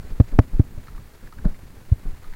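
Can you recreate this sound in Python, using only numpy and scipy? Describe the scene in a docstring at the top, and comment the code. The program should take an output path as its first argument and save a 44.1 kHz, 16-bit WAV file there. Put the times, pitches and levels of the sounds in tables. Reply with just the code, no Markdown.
"""A dirt forest trail, ridden on a mountain bike with the camera's microphone carried by the rider.
Bumps heave the camera with soft, deep thuds: pulses through sprung masses, with shudders of dull noise.
Short contacts knock it on its mount, where it rocks, rings and rattles; the hardest overload the input.
Underneath, shaped noise gives a faint ride rumble, tyres on dry needles and hiss; small ticks of
chain and grit are noise bursts that ring briefly."""
import sys
import numpy as np
from scipy import signal
from scipy.fft import rfft, irfft
from scipy.io import wavfile

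SR = 44100
rng = np.random.default_rng(int(sys.argv[2]) if len(sys.argv) > 2 else 0)


def master_out(mix):
    """Clip the mix to full scale and print it as 16-bit PCM to the path in sys.argv[1]."""
    frames = np.transpose(np.atleast_2d(mix))
    ceiling = np.clip(frames, -1, 1)
    pcm = np.round(ceiling * 32767).astype(np.int16)
    wavfile.write(sys.argv[1], SR, pcm)


N = 103635
T = np.arange(N) / SR  # time in seconds


def from_db(db):
    """Decibels to amplitude gain."""
    return 10 ** (np.asarray(db) / 20)


def noise(spectrum):
    """Noise of rms 1, coloured by (Hz, relative dB per Hz) points joined on a log-frequency axis."""
    hz, db = np.transpose(spectrum)
    bins = np.maximum(np.arange(N + 1) * SR / (2 * N), 1)
    gain = from_db(np.interp(np.log(bins), np.log(hz), db))
    x = irfft(rfft(rng.standard_normal(2 * N)) * gain)[:N]
    return x / x.std()


def drift(hz):
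    """Random wander of spread 1: white noise smoothed by two equal poles at hz."""
    pole = np.exp(-2 * np.pi * hz / SR)
    white = rng.standard_normal(N + SR)
    x = signal.lfilter([1], [1, -2 * pole, pole * pole], white)[SR:]  # drop the filter's first second
    return x / x.std()


def sprung(force, hz, q):
    """Acceleration of a mass on a damped spring: a second-order high-pass of the force."""
    w = 2 * np.pi * hz
    b, a = signal.bilinear([1, 0, 0], [1, w / q, w * w], SR)
    return signal.lfilter(b, a, force + 1e-18)  # the offset avoids slow denormal numbers


def ring(force, hz, t60):
    """One mode, driven by the force and falling 60 dB in t60 seconds; gain about 1 at its pitch."""
    r = from_db(-60 / (t60 * SR))
    w = 2 * np.pi * hz / SR
    gain = (1 - r * r) / 2
    return gain * signal.lfilter([1, 0, -1], [1, -2 * r * np.cos(w), r * r], force + 1e-18)


def push(s, db, width_ms):
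    """A bell-shaped pulse of force centred on s seconds; the width is its standard deviation."""
    return from_db(db) * np.exp(-.5 * ((T - s) * 1000 / width_ms) ** 2)


def burst(s, db, attack_s, decay_s):
    """Envelope with a straight rise from s seconds and an exponential fall."""
    rise = np.clip((T - s) / attack_s, 0, 1)
    fall = np.exp(-np.maximum(T - s - attack_s, 0) / decay_s)
    return from_db(db) * rise * fall


def rolling():
    """Rumble of the ride and rustle of the tyres: coloured noise whose level moves and flutters."""
    # Levels of the rumble and of the tyres. Each row: time in seconds, level in dB before flutter.
    ride_level = [(0, -33), (.3, -42), (.68, -38), (.8, -38.5), (.87, -42), (1.0, -38), (1.12, -47),
                  (1.32, -46), (1.38, -32.5), (1.55, -45), (1.7, -41.5), (1.88, -43), (2.0, -38.5),
                  (2.12, -43.5), (2.35, -43)]
    rolling_level = [(0, -51.5), (.45, -55), (1.0, -55.5), (1.15, -55.5), (1.4, -55.5), (1.8, -56),
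                     (2.1, -55.5), (2.35, -54)]
    # Colours of the rumble and of the tyres. Each row: frequency in Hz, relative level in dB per Hz.
    rumble_colour = [(20, 7), (45, -1.5), (80, 0), (115, -6), (175, -9), (290, -17.5), (500, -28),
                     (900, -35.5), (2000, -72)]
    tyre_colour = [(200, 2.5), (420, 8.5), (600, 2), (950, 2.5), (1250, 0.5), (1550, 1), (2000, -0.5),
                   (3100, -9), (3800, -9.5), (4350, -8), (5500, -15.5), (6900, -13), (9000, -18)]
    rumble_flutter_db, rumble_flutter_hz = 3.14, 60
    tyre_flutter_db, tyre_flutter_hz = 2, 46

    rumble_db = np.interp(T, *np.transpose(ride_level)) + rumble_flutter_db * drift(rumble_flutter_hz)
    rumble = from_db(rumble_db) * noise(rumble_colour)
    tyre_db = np.interp(T, *np.transpose(rolling_level)) + tyre_flutter_db * drift(tyre_flutter_hz)
    tyres = from_db(tyre_db) * noise(tyre_colour)
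    return rumble + tyres


def bumps():
    """Slow pushes through the suspension heave the camera, each with a dull shudder of noise."""
    # Bumps. Each row: pulse centre in seconds, force in dB, pulse width in ms, shudder level in dB.
    bump_rows = [(0.119, -15.5, 7.9, -44), (0.3363, -7, 8.2, -34.5), (0.5427, -7, 6.6, -36),
                 (0.744, -19.5, 14.2, -52), (0.945, -19.5, 7.8, -49), (1.24, -24.5, 9.3, -45.5),
                 (1.4584, -5, 5.16, -28), (2.068, -10.5, 8.1, -37), (2.273, -13.5, 14.3, -68)]
    # Colour of the shudder. Each row: frequency in Hz, relative level in dB per Hz.
    shudder_colour = [(50, -37), (110, 4.5), (200, 11), (350, 0), (700, -9.5), (1500, -19), (3000, -51),
                      (8000, -55)]
    heave_hz, heave_q, heave_cut_hz = 14.24, 0.82, 6.96
    lead_s, attack_s, decay_s = 0.017, 0.0071, 0.031  # the shudder starts ahead of the pulse centre

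    force = sum(push(s, db, width_ms) for s, db, width_ms, _ in bump_rows)
    envelope = sum(burst(s - lead_s, db, attack_s, decay_s) for s, _, _, db in bump_rows)
    heave = sprung(force, heave_hz, heave_q)
    heave = sprung(heave, heave_cut_hz, np.sqrt(.5))  # a second low cut
    return envelope * noise(shudder_colour) - heave


def knocks():
    """Short contacts rock the camera on its mount, as a mass on a spring; the housing rings and rattles."""
    # Knocks. Each row: contact centre in seconds, force in dB, contact width in ms, rocking pitch in Hz,
    # rocking Q, rattle level in dB.
    knock_rows = [(0.2022, 18.5, 1.15, 71.2, 0.78, -30), (0.3902, 24.5, 0.77, 73.7, 0.72, -23),
                  (.5980, 14, 1.08, 81.9, 0.79, -27), (0.7766, -12, 1.5, 74.5, 0.87, -45.5),
                  (0.992, -22.5, 1.4, 90.5, 1.54, -59.5), (1.4557, -4.5, 0.98, 184, 2.53, -31),
                  (1.9212, 9, 2.07, 65, 0.78, -37.5), (2.1300, -17, 2, 85, 0.74, -64)]
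    # Modes of the housing. Each row: pitch in Hz, gain in dB, time to fall 60 dB in seconds.
    housing_modes = [(112.1, -8, .05), (198.7, -1.29, 0.0071), (480, -37, 0.061)]
    # Colour of the rattling housing. Each row: frequency in Hz, relative level in dB per Hz.
    rattle_colour = [(60, 6), (130, -29), (270, 35), (480, -32), (600, 26), (800, 1), (1100, -3),
                     (1650, -9), (3000, -40), (8000, -32)]
    lift_share, lift_lead_widths = 0.494, 0.52  # the load lifts just before each contact
    lead_s, attack_s, decay_s = 0.0038, 0.0071, 0.012  # the rattle starts ahead of the contact centre

    out = 0
    rattle_noise = noise(rattle_colour)
    for s, db, width_ms, rock_hz, rock_q, rattle_db in knock_rows:
        lift_s = s - lift_lead_widths * width_ms * .001
        force = push(s, db, width_ms) - lift_share * push(lift_s, db, width_ms)
        rocking = sprung(force, rock_hz, rock_q)
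        rings = 0
        for k, (hz, mode_db, t60) in enumerate(housing_modes):
            direction = (-1) ** k  # the modes swing in alternate directions
            rings = rings + direction * from_db(mode_db) * ring(force, hz, t60)
        rattle = burst(s - lead_s, rattle_db, attack_s, decay_s) * rattle_noise
        out = out + rocking + rings + rattle
    return out


def ticks():
    """Faint ticks of chain and grit: noise bursts, each ringing briefly in the part that it strikes."""
    # Ticks. Each row: start in seconds, burst level in dB before ringing, ring pitch in Hz.
    tick_rows = [(0.871, -51.5, 1800), (0.882, -46, 1320), (.947, -54.5, 1320), (.978, -53, 1200),
                 (1.234, -58, 1320), (1.271, -49, 1710), (1.324, -45, 1280), (1.385, -49, 1530),
                 (1.451, -41.5, 1570), (1.497, -53.5, 1545), (1.544, -50, 2240), (2.242, -48, 1190),
                 (2.279, -54, 1800), (2.326, -54, 1550), (2.335, -47.5, 1810)]
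    # Colour of a tick. Each row: frequency in Hz, relative level in dB per Hz.
    tick_colour = [(500, -53), (900, 9), (1250, 9), (2000, 6), (3000, -7.5), (4400, -1.5), (6500, -20.5),
                   (14000, -18)]
    attack_s, decay_s = 0.00078, 0.0058
    ring_db, ring_t60_s = 9, 0.019

    out = 0
    grit = noise(tick_colour)
    for s, db, hz in tick_rows:
        tick = burst(s, db, attack_s, decay_s) * grit
        out = out + tick + from_db(ring_db) * ring(tick, hz, ring_t60_s)
    return out


def scene():
    """Everything that reaches the one microphone."""
    return (rolling() + bumps() + knocks() + ticks())[None]


def record(dry):
    """The input clips hard knocks; the electronics hiss; a steep low-pass cuts the top."""
    overload = .705  # clipping level, of full scale
    hiss_db, cutoff_hz = -60, 15900
    clipped = np.clip(dry, -overload, overload)
    hissing = clipped + from_db(hiss_db) * rng.standard_normal(dry.shape)
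    low_pass = signal.ellip(10, .1, 70, cutoff_hz, fs=SR, output="sos")
    return signal.sosfilt(low_pass, hissing)


dry = scene()
out = record(dry)
master_out(out)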